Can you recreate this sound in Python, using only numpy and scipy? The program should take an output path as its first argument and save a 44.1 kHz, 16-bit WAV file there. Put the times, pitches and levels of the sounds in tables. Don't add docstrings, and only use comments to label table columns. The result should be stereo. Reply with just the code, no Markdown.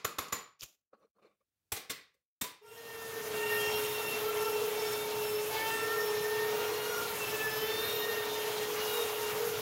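import sys
import numpy as np
from scipy import signal
from scipy.fft import rfft, irfft, next_fast_len
from scipy.io import wavfile
from scipy.ndimage import uniform_filter1d

SR = 44100
rng = np.random.default_rng(int(sys.argv[2]) if len(sys.argv) > 2 else 0)


def transcribe(u):
    v = np.clip(np.atleast_2d(u).T, -1, 1)
    q = np.round(v * 32767).astype(np.int16)
    wavfile.write(sys.argv[1], SR, q)


N = 423786
T = np.arange(N) / SR
STEP = 64
RIGHT_LATE = 14

# f/Hz, width/Hz, level/dB
OFFCUT = [(209, 55, 4.5), (328, 137, 0), (500, 260, 7), (800, 220, -8), (1115, 200, 4)]


def undb(db):
    return 10 ** (np.asarray(db, float) / 20)


def unit(x):
    return x / np.sqrt(np.mean(x ** 2))


def unit_onset(x):
    return x / np.sqrt(np.mean(x[:, :SR // 50] ** 2))


def columns(table, off=-200.):
    s, *cols = np.transpose(table)
    reaches_end = s[-1] > T[-1] - .05
    return [np.interp(T, s, c, off, c[-1] if reaches_end else off) for c in cols]


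def over_hz(table, size):
    hz, value = np.transpose(table)
    bins = np.fft.rfftfreq(size, 1 / SR)
    return np.interp(np.log(bins + 1), np.log(hz), value)


def colour(x, table):
    size = x.shape[-1]
    return irfft(rfft(x) * undb(over_hz(table, size)), size)


def resonate(x, peaks):
    return sum(undb(db) * signal.lfilter(*signal.iirpeak(hz, hz / width, SR), x) for hz, width, db in peaks)


def ring(x, modes):
    out = 0
    for hz, db, t60 in modes:
        pole = np.exp(2j * np.pi * hz / SR - np.log(1000) / (t60 * SR))
        out = out + undb(db) * signal.lfilter([1], [1, -pole], x).imag
    return out


def band(x, lo_hz, hi_hz):
    return signal.sosfilt(signal.butter(2, [lo_hz, hi_hz], "band", fs=SR, output="sos"), x)


def walk(rate, count=1):
    hold, size = max(int(SR / STEP / rate), 1), N // STEP + 1
    steps = np.repeat(rng.standard_normal((count, size // hold + 1)), hold, axis=1)
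    slewed = uniform_filter1d(uniform_filter1d(steps, hold), hold)
    return 1.432 * slewed[:, :size]


def smooth(control):
    return np.array([np.interp(T, np.arange(len(c)) * STEP / SR, c) for c in control])


def pan(x, db):
    return x * undb(np.array([db, -db]) / 2).reshape(2, -1)


def lean(x, table):
    ratio = undb(over_hz(table, x.shape[-1]))
    same_power = np.sqrt(2 / (1 + ratio ** 2))
    return irfft(rfft(x) * np.array([ratio, ratio ** 0]) * same_power, x.shape[-1])


def ticks(table, cycles):
    out = np.zeros(N)
    for s, db, hz in table:
        turns = np.arange(2000) * hz / SR
        at = int(s * SR)
        swell = np.e * turns / cycles * np.exp(-turns / cycles)
        out[at:at + 2000] += undb(db) * swell * np.sin(2 * np.pi * turns)
    return out


def grains(spread_db):
    return rng.standard_normal((2, N)) * undb(spread_db * rng.exponential(size=N))


def hush():
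    # t/s, level/dB
    hush_level = [(.6, -100), (.8, -92), (.9, -100), (1.0, -84), (1.11, -92), (1.13, -104), (1.17, -87),
                  (1.5, -88), (1.7, -83.5), (2.2, -88), (2.3, -99), (2.4, -93), (2.7, -92)]
    # f/Hz, level/dB per Hz
    hush_tint = [(18, -42), (30, -21), (60, -7.5), (93, -5.5), (152, -11), (382, -17.5), (483, -18.5),
                 (838, -22.5), (15800, -25)]
    hiss = unit(colour(rng.standard_normal((2, N)), hush_tint))
    return undb(columns(hush_level)[0]) * hiss


def air():
    # t/s, level/dB, rumble/dB and treble/dB beside the middle
    air_level = [(2.58, -35.5, -13, -1.5), (3.24, -37.5, -11.5, -2.5), (3.6, -35.5, -18, -2.5),
                 (3.9, -39, -16, -2), (4.7, -39.5, -15, -4), (5.5, -39.5, -15, -1.5),
                 (5.55, -35.5, -19, -5), (5.63, -38, -15.5, -4), (6.4, -39, -16, -4.5),
                 (6.55, -38, -16.5, -5), (7.26, -38, -16.5, -3.5), (7.9, -37.5, -15.5, -6.5),
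                 (8.75, -38, -17, -4), (8.79, -35.5, -20, -7), (8.94, -37.5, -19.5, -1),
                 (9.61, -37.5, -14, -5.5)]
    # f/Hz, level/dB per Hz
    air_tint = [(25, -23), (60, -9), (105, 4.5), (200, 0.5), (340, 0.5), (520, 2.5), (1000, 1.5), (1600, 2),
                (5200, -5), (7000, -7), (8000, -14), (12800, -6.5), (15800, -11)]
    # f/Hz, share (0-1)
    likeness = [(60, 1), (150, 1), (300, 0.96), (700, 0.54), (1500, 0.4), (6000, .1), (15000, 0.04)]
    gust_db, rumble_swell_db, sway_db = .27, 1, .5
    db, rumble_db, treble_db = columns(air_level)
    gust, swell, sway = smooth(walk(10, count=3))
    size = next_fast_len(N)
    shared, alike = rng.standard_normal(size), np.clip(over_hz(likeness, size), 0, 1)
    hz = np.fft.rfftfreq(size, 1 / SR)
    late = np.exp(-2j * np.pi * hz * RIGHT_LATE / SR * np.clip(hz / 1800, 0, 1) ** 2)
    common = np.sqrt(alike) * rfft(shared) * np.array([late ** 0, late])
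    separate = np.sqrt(1 - alike) * rfft(rng.standard_normal((2, size)))
    spectrum = (common + separate) * undb(over_hz(air_tint, size))
    octave, parts = np.log2(hz + 1), np.zeros((3, 2, N))
    for centre in np.arange(4.5, 14.5, .5):
        share = np.clip(1 - abs(octave - centre) * 2, 0, 1)
        slow_db = 2.2 if centre < 7.2 else .6
        flicker = smooth(undb(slow_db * walk(12) + 1.6 * walk(50)))
        part = int(centre > 8.4) + int(centre > 12.9)
        parts[part] += irfft(spectrum * share, size)[:, :N] * flicker
    rumble, middle, treble = [unit(p) for p in parts]
    mix = undb(rumble_db + rumble_swell_db * swell) * rumble + middle + undb(treble_db) * treble
    return pan(undb(db + gust_db * gust) * mix, sway_db * sway)


def vacuum():
    # t/s, left level/dB, right level/dB, left leads right/rad
    hum_level = [(2.603, -15, -10, 0), (2.67, -27.5, -39, 1.2), (2.8, -50, -52, 1.3),
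                 (2.97, -74, -41, 0.54), (3.12, -39, -63, 0.46), (3.35, -32, -34, 0.42),
                 (3.85, -41.5, -32.5, 0.57), (4.1, -46, -39, 0.93), (4.35, -35.5, -35, -0.78),
                 (4.85, -37, -34.5, 0.52), (5.1, -41, -37.5, -0.39), (5.35, -36, -31.5, 1.07),
                 (5.6, -47, -41, -1.8), (6.1, -33.5, -36, 0.56), (6.5, -32.5, -36.5, 0.38),
                 (7.1, -40.5, -42.5, 1.4), (7.6, -40, -38, 1.9), (7.85, -49, -36.5, -1.46),
                 (8.1, -43, -36, 0.95), (8.85, -44, -33.5, 0.66), (9.1, -47, -35, -0.25),
                 (9.35, -40, -34, 0.92), (9.61, -50, -34.5, -1.08)]
    # multiple, level/dB beside it
    hum_overtones = [(2, -19.5), (3, -21)]
    hum_hz = 424.3
    left_db, right_db, lead = columns(hum_level)
    speed = hum_hz * smooth(1 + 0.00354 * walk(20))[0]
    phase = 2 * np.pi * np.cumsum(speed) / SR + np.array([lead, -lead]) / 2
    hum = np.sin(phase)
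    for k, db in hum_overtones:
        hum = hum + smooth(undb(db + 3.0 * walk(9.5, count=2))) * np.sin(k * phase)
    flicker = smooth(undb(0.6 * walk(30) + 0.4 * walk(15, count=2)))
    return np.sqrt(2) * undb(np.array([left_db, right_db])) * flicker * hum


def cutter(shaft):
    # t/s, level/dB
    cut_level = [(2.6, -58), (3.8, -56), (4.1, -49), (4.35, -56), (4.65, -48), (4.95, -51), (5.3, -58),
                 (5.6, -51), (5.9, -46.5), (6.3, -52), (6.8, -49), (7.15, -54), (7.4, -47), (7.7, -44),
                 (8.0, -45), (8.35, -51), (8.6, -56), (8.85, -48), (9.1, -56), (9.61, -52)]
    jitter_s, scatter_db, patchy_db = 5e-6, 2, 4.5
    turns = shaft / (2 * np.pi)
    at = np.interp(np.arange(1, int(turns[-1]) - 1), turns, np.arange(N))
    chance = rng.standard_normal((N // 64, 2))[:len(at)].T
    at = at + jitter_s * SR * chance[0]
    taps = np.round(at)[:, None] + np.arange(-8, 9)
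    pulses = np.sinc(taps - at[:, None]) * np.hanning(19)[1:-1]
    clicks = np.zeros(N)
    clicks[taps.astype(int)] = pulses * undb(scatter_db * chance[1])[:, None]
    clicks = np.array([clicks, np.roll(clicks, RIGHT_LATE)])
    comb = 0
    for hz in range(10500, 15500, 1000):
        comb = comb + smooth(undb(patchy_db * walk(14, count=2))) * band(clicks, hz, hz + 1000)
    return undb(columns(cut_level)[0]) * unit(comb)


def router():
    # t/s, shaft f/Hz, shaft tone level/dB, judder/dB over the clean tone, bite/dB added to the overtones
    shaft_course = [(2.62, 460.6, -36, 6, 12.5), (2.85, 460.3, -37, -12, 4), (3.02, 452.3, -38.5, -27, 5),
                    (3.18, 453.7, -38.5, -15, -3.5), (3.4, 459, -47, 0, 4.5), (3.86, 460.2, -53, -2, 2.5),
                    (4.28, 448.2, -37.5, 10, 0), (4.45, 451, -43.5, 8, 4.5), (4.65, 451, -38, 5, -2),
                    (4.84, 450, -47, 1, 3.5), (5.06, 453.7, -52, 7, 0), (5.12, 457.3, -49, -14, -2),
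                    (5.29, 445, -60, 2, 1.5), (5.45, 444.4, -55, 4, -4), (5.55, 437.7, -39, -4, -6),
                    (5.68, 447, -51, -4, 7), (5.96, 454.7, -41, -4, -1), (6.24, 450.2, -44, -0.5, 2.5),
                    (6.66, 466, -45, -7, -2), (6.94, 477, -47, 7, 2.5), (7.22, 446.8, -48, 13, 0.5),
                    (7.36, 438.2, -40.5, -7, 3), (7.52, 434.1, -44, -3, 4.5), (7.64, 438.1, -39, -16, 4.5),
                    (7.92, 463, -42.5, -7, 2.5), (8.06, 462.4, -39.5, -5, -2), (8.36, 455.6, -53, -5, 5),
                    (8.5, 457.3, -42, 1, -0.5), (8.64, 466.3, -47, 7, 2), (8.79, 476, -45.5, -7, -11),
                    (8.93, 475.5, -43, -4, 4), (9.0, 467, -39, -12, 0), (9.14, 460.4, -52, -11, -6),
                    (9.3, 466.3, -43.5, -4, 3.5), (9.45, 466, -36, -8, -13), (9.61, 471, -47, -22, -1)]
    usual_db = {2: -52.5, 3: -53.5, 4: -54.5, 5: -56.5, 6: -53.5, 7: -57.5, 8: -56.5, 9: -63.5, 10: -77, 11:
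                -64, 12: -60, 18: -65, 24: -64, 26: -68, 27: -76, 30: -67}
    sing_outs = {2: [(2.97, 0.25, -54), (4.5, 0.29, -45.5), (4.84, 0.18, -43), (5.3, 0.5, -43.5),
                 (5.63, 0.23, -39.5), (6.5, 0.45, -45), (7.15, 0.41, -46), (8.34, .15, -49),
                 (9.32, 0.32, -47.5)], 3: [(4.52, 0.4, -47), (5.96, 0.3, -43.5), (6.62, 0.18, -46.5),
                 (6.97, 0.18, -40.5), (7.8, 0.21, -56), (8.1, 0.37, -46.5), (9.0, 0.4, -49),
                 (9.57, 0.094, -46.5)], 4: [(2.9, 0.74, -46), (3.55, 0.32, -38), (5.85, 0.59, -42.5),
                 (6.33, 0.34, -41), (7.6, 0.44, -38.5), (8.1, 0.24, -43.5)], 5: [(5.59, 0.16, -41.5),
                 (5.9, 0.19, -47), (7.88, 0.091, -48), (9.27, .12, -60)], 6: [(3.58, 0.53, -40),
                 (4.05, 0.24, -39), (4.56, 0.21, -48.5), (5.65, 0.54, -45), (6.9, 0.36, -52),
                 (7.35, 0.33, -43.5), (8.1, 0.33, -49), (8.84, 0.16, -41), (9.05, 0.26, -49)],
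                 7: [(3.65, 0.27, -44), (5.7, 0.29, -48.5), (7.65, 0.12, -43.5), (8.1, 0.24, -50)],
                 8: [(6.9, 0.26, -60), (7.5, .25, -57), (7.87, 0.39, -42.5), (8.22, 0.43, -45.5),
                 (9.0, 0.14, -44)], 9: [(6.75, .3, -53), (7.8, 0.22, -49), (8.05, 0.2, -51.5)],
                 10: [(5.65, 0.11, -55), (7.75, 0.16, -45.5)], 11: [(5.62, 0.2, -55)], 12: [(3.7, 1, -52),
                 (4.87, 0.18, -47), (5.3, 0.49, -53.5), (5.55, 0.059, -46), (6.0, 0.61, -52.5),
                 (6.9, 0.24, -49), (7.4, 0.49, -50.5)], 18: [(3.0, 0.28, -66), (6.9, .4, -61),
                 (7.35, .25, -58)], 24: [(4.05, 0.13, -46), (6.85, .25, -59), (7.95, 0.16, -49)],
                 26: [(7.92, 0.15, -46)], 27: [(7.65, 0.24, -49)], 30: [(5.95, .3, -55), (7.95, 0.23, -53),
                 (8.9, .2, -55)]}
    wander_db, wander_per_s = 2, 5
    break_up_db = .13
    hz, tone_db, judder_db, bite_db = columns(shaft_course)
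    speed = np.maximum(hz, 0) * smooth(1 + 0.001553 * walk(60))[0]
    shaft = 2 * np.pi * np.cumsum(speed) / SR
    t, judder, out = T[::STEP], undb(judder_db[::STEP]), 0
    for k in [1, *usual_db]:
        if k == 1:
            gain = undb(tone_db[::STEP])
        else:
            gain = undb(usual_db[k] + bite_db[::STEP] + wander_db * walk(wander_per_s))
        for s, length, db in sing_outs.get(k, []):
            gain = np.hypot(gain, undb(db) * np.exp(-(2 * (t - s) / length) ** 4))
        flicker_db = 1.4 * walk(22) + .9 * walk(6, count=2) + break_up_db * k * walk(14, count=2)
        gain = gain * undb(flicker_db)
        apart = min(.25 * k, .6) * (1 + walk(4)) * np.array([[1], [-1]])
        share = judder * (1 if k == 1 else .45) + 0.024 * k
        blur = walk(60 + 5 * k) + 1j * walk(60 + 5 * k)
        smear = (1 + share * blur) / np.sqrt(1 + 2 * share ** 2)
        drift = np.exp(1j * (0.57 * walk(6) + apart))
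        envelope = smooth(np.sqrt(2) * gain * drift * smear)
        out = out + (envelope * np.exp(1j * k * shaft)).imag
    return out + cutter(shaft)


def fade():
    from_s, to_s = 2.611, 3.774
    return np.clip((T - from_s) / (to_s - from_s), 0, 1)


def squeaks():
    rubs = [(.931, .05, 4200, -90), (.935, .045, 4600, -94), (.995, .065, 5830, -90),
            (1.008, .055, 4220, -87), (1.153, .025, 4240, -94), (1.225, .021, 4200, -79),
            (1.25, .026, 4270, -80)]
    edge_s, waver_share = .004, .0089
    waver, flutter = smooth(walk(120, count=2))
    out = 0
    for s, length, hz, db in rubs:
        gate = np.clip(np.minimum(T - s, s + length - T) / edge_s, 0, 1)
        tone = np.sin(2 * np.pi * hz * np.cumsum(1 + waver_share * waver) / SR)
        out = out + undb(db + 3.5 * flutter) * gate * tone
    return out


def shuffle():
    # t/s, level/dB before a 3 dB cut of the wood, rattle/dB beside that level
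    bouts = [
        [(0.9, -103, -8), (0.924, -86, -36), (0.934, -55.5, -23), (0.968, -74, -24), (1.0, -73, -22),
         (1.03, -64, -17), (1.056, -69, -16), (1.072, -78, -30), (1.12, -103, -8)],
        [(1.14, -101, -12), (1.168, -70, -23), (1.214, -75, -15), (1.226, -66, -12), (1.26, -60.5, -11.5),
         (1.31, -73.5, -12), (1.35, -81, -10), (1.396, -103, 0), (1.414, -76, -15), (1.45, -103, -7)],
    ]
    # t/s, level/dB before panning, f/Hz
    offcut_knocks = [(0.931, -56, 540), (.932, -60, 1250), (1.036, -67, 1140), (1.207, -74, 600),
                     (.976, -70, 480), (1.003, -71, 500), (1.022, -68, 517), (1.047, -60, 458),
                     (1.165, -67, 464), (1.184, -64, 1050), (1.246, -58, 430), (1.257, -63, 337),
                     (1.416, -79, 560)]
    # f/Hz, width/Hz, level/dB
    rattle_peaks = [(2290, 350, -1), (3550, 140, -8)]
    db, rattle_db = columns(bouts[0] + bouts[1])
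    slips = grains(1.2) * smooth(undb(2.0 * walk(90)))
    slide = unit(resonate(resonate(slips[0] + 0.5 * slips, OFFCUT), OFFCUT))
    wood = undb(db - 3.0) * slide + ticks(offcut_knocks, cycles=1.8)
    steel = undb(db + rattle_db) * unit(resonate(slips, rattle_peaks)) + squeaks()
    return pan(wood, 3.0) + pan(steel, 12.5)


def skid():
    # t/s, level/dB, wood/dB and floor/dB beside the steel
    skid_level = [(0.59, -87, -5, -13), (0.596, -64, -22, -30), (0.608, -57, -17, -37),
                  (0.617, -55, -14, -28), (0.621, -48, -11, -20), (0.634, -41, -13.5, -16),
                  (0.645, -54.5, -13, -13), (0.712, -68, -10.5, -38), (0.76, -83, -11, -25),
                  (0.826, -100, -3, -10), (0.9, -106, -1, -3)]
    # t/s, level/dB before panning, f/Hz
    edge_ticks = [(0.597, -52, 5490), (0.6095, -33, 5170), (0.620, -43, 3200), (0.632, -55, 1290),
                  (0.6384, -42, 7000)]
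    # f/Hz, level/dB per Hz
    scrape_tint = [(880, -57), (1500, -26), (2120, -12), (2530, -1.5), (4570, -7), (7180, 0), (8010, -15),
                   (14300, -7), (15800, -13)]
    db, wood_db, floor_db = columns(skid_level)
    slips = grains(1.3)
    steel = unit(colour(slips, scrape_tint))
    wood = unit(resonate(slips, OFFCUT))
    floor = unit(band(band(slips[:1], 30, 185), 30, 184))
    scrape = steel + undb(wood_db) * wood + undb(floor_db) * floor
    flicker = smooth(undb(1.8 * walk(120)))
    return pan(undb(db) * flicker * scrape + ticks(edge_ticks, cycles=1.1), 13.5)


def room(size, gap_s=0.016, bend_db=260):
    # f/Hz, t60/s
    decay = [(60, 0.91), (250, 0.35), (1000, 0.72), (3000, 0.67), (7000, 0.33), (15000, 0.28)]
    table_hz, table_t60 = np.transpose(decay)
    t, out = np.arange(size) / SR, 0
    for hz in 60 * 2. ** np.arange(9):
        t60 = np.interp(np.log(hz), np.log(table_hz), table_t60)
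        noise = band(rng.standard_normal((2, size)), hz / 2 ** .5, min(hz * 2 ** .5, 20000.))
        out = out + noise * undb(-60 * t / t60)
    out = out * undb(-bend_db * t ** 2) * np.clip(t / gap_s, 0, 1)
    return out / np.sqrt(np.sum(out ** 2) / 2)


def blows(table, steel_modes, damp_db_s, wood_db, lean_db, steel_room_db):
    # f/Hz, width/Hz, level/dB
    board_peaks = [(290, 140, -6.5), (448, 130, 2.5), (1130, 80, 3), (2020, 80, -1.5), (2420, 120, -5),
                   (3630, 130, -7), (4200, 80, -7), (5900, 100, -9)]
    # f/Hz, width/Hz, level/dB a pass
    thud_peaks = [(44.3, 33, -7.5), (96, 72, 2), (203, 150, -6)]
    # f/Hz, left over right/dB
    room_lean = [(200, 1.5), (380, 6), (700, 3), (2380, 6.5), (4400, 10), (8120, 16), (15000, 11)]
    board_scatter_db, board_detune, steel_scatter_db = 2.5, .025, 2.5
    pair_ratio, pair_t60_s = 1.1, .16
    size, lead = int(.7 * SR), SR // 10
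    t, out = np.arange(size) / SR, np.zeros((2, N + lead + size))
    for s, blow_db, thud_db, treble_db, board_hz, sing_db, rise_ms, ms, steel_db, room_db in table:
        contact = np.clip(t * 1000 / rise_ms, 0, 1) ** 2 * np.exp(-(t * 1000 / ms) ** 4)
        chatter = rng.standard_normal((2, size)) * undb(1.8 * rng.standard_normal(size)) * contact
        spike, echo = np.eye(1, size), room(size)
        board = [(board_hz, 260, 0)]
        for hz, width, db in board_peaks:
            detune, scatter = rng.standard_normal(2)
            board.append((hz * (1 + board_detune * detune), width, db + board_scatter_db * scatter))
        pair = [(board_hz, 0, pair_t60_s), (pair_ratio * board_hz, -2, pair_t60_s)]

        def knock(push):
            crack = unit_onset(band(push, 1100, 6900)) * undb(-11.0)
            crack = crack + unit_onset(band(push, 4700, 17000)) * undb(treble_db)
            boards = unit_onset(resonate(push[:1], board))
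            boards += 0.64 * unit_onset(band(push[:1], 150, 1800))
            boards += undb(sing_db) * unit_onset(ring(push[:1], pair))
            return crack + boards * undb(wood_db)

        thud = unit_onset(resonate(resonate(chatter[:1], thud_peaks), thud_peaks)) * undb(thud_db)
        scatter = rng.standard_normal(len(steel_modes))
        struck = np.array(steel_modes) + np.outer(scatter, [0, steel_scatter_db, 0])
        steel = unit_onset(ring(chatter, struck)) * undb(steel_db - damp_db_s * t)
        sent = knock(spike) + undb(steel_room_db) * steel[:1]
        wet = signal.fftconvolve(sent, echo, axes=1)[:, :size]
        direct = lean(knock(chatter) + steel + thud, lean_db)
        at = int((s - .003) * SR) + lead
        out[:, at:at + size] += undb(blow_db) * (direct + undb(room_db) * lean(wet, room_lean))
    return out[:, lead:lead + N]


def prise():
    # rise/ms, contact/ms, steel ring/dB, room/dB
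    cracks = [(1.721, -23.5, -20, -7, 800, -14, 2.9, 15, -10, -3),
              (1.764, -31.5, -38, -14, 449, -7, 6, 21, -10, -2.5),
              (1.897, -26.5, -29, -12.5, 2050, -14, 6.1, 30, -3, -2),
              (2.139, -66.5, -35, -13, 500, 1, 6.1, 20, -19, -11),
              (2.413, -25.5, -14, -7, 1016, -21, 5.7, 15, -3, -1),
              (2.44, -33, -40, -16, 1008, 3, 5, 14, -14, -5)]
    # f/Hz, level/dB, t60/s
    bar_modes = [(2440, -11, .26), (3670, -1.5, .3), (4240, -12, .25), (4500, -20.5, .25),
                 (5820, -5.5, .15), (6800, -6.5, 0.085), (7430, -2, .12), (8380, 5, .06), (8900, -10, .2),
                 (10350, -7, .16), (11300, -8, 0.208), (11800, -10, .12), (13300, -13.5, .14),
                 (14320, -5, .17)]
    # f/Hz, left over right/dB
    prise_lean = [(60, 31), (110, 33), (200, 20), (380, 8), (2380, 10), (4400, 14), (8120, 21), (15000, 21)]
    return blows(cracks, bar_modes, damp_db_s=639, wood_db=-19.5, lean_db=prise_lean, steel_room_db=-9)


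def hammer():
    # rise/ms, contact/ms, steel ring/dB, room/dB
    strokes = [(-.09, -22.5, -35.5, -18.5, 990, -14, 4.2, 11, -13, -11),
               (.046, -24, -22, -10.5, 1240, -13, 8.1, 11, -1.5, -5.5),
               (.185, -26, -24, -13.5, 1160, -11, 4.2, 13.3, -2.5, -3),
               (.283, -45, -38.5, -17.5, 1100, -8.5, 3, 10, -10, -9),
               (.324, -26.5, -21, -12, 1164, -13, 5, 14.3, -1.5, -1.5)]
    # f/Hz, level/dB, t60/s
    chisel_modes = [(4000, -17, 0.35), (7030, 4, 0.088), (8300, -25.5, 0.59), (10200, -13.5, 0.59),
                    (11800, -6, 0.18), (12700, -18.5, 0.15), (13250, -26, 0.15), (13900, -13.5, 0.23)]
    # f/Hz, left over right/dB
    hammer_lean = [(60, 16.5), (110, 12.5), (200, 2.5), (1290, -2.5), (2380, 2), (4400, 10.5), (8120, 21),
                   (15000, 21.5)]
    return blows(strokes, chisel_modes, damp_db_s=639, wood_db=-12.5, lean_db=hammer_lean, steel_room_db=-3)


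def scene():
    machines = fade() * (air() + vacuum() + router())
    hand_tools = shuffle() + skid() + prise() + hammer()
    return hush() + machines + hand_tools


def record(dry):
    top_hz, ceiling = 15750, .24
    rounded = ceiling * np.tanh(dry / ceiling)
    return signal.sosfilt(signal.ellip(10, .2, 75, top_hz, fs=SR, output="sos"), rounded)


dry = scene()
out = record(dry)
transcribe(out)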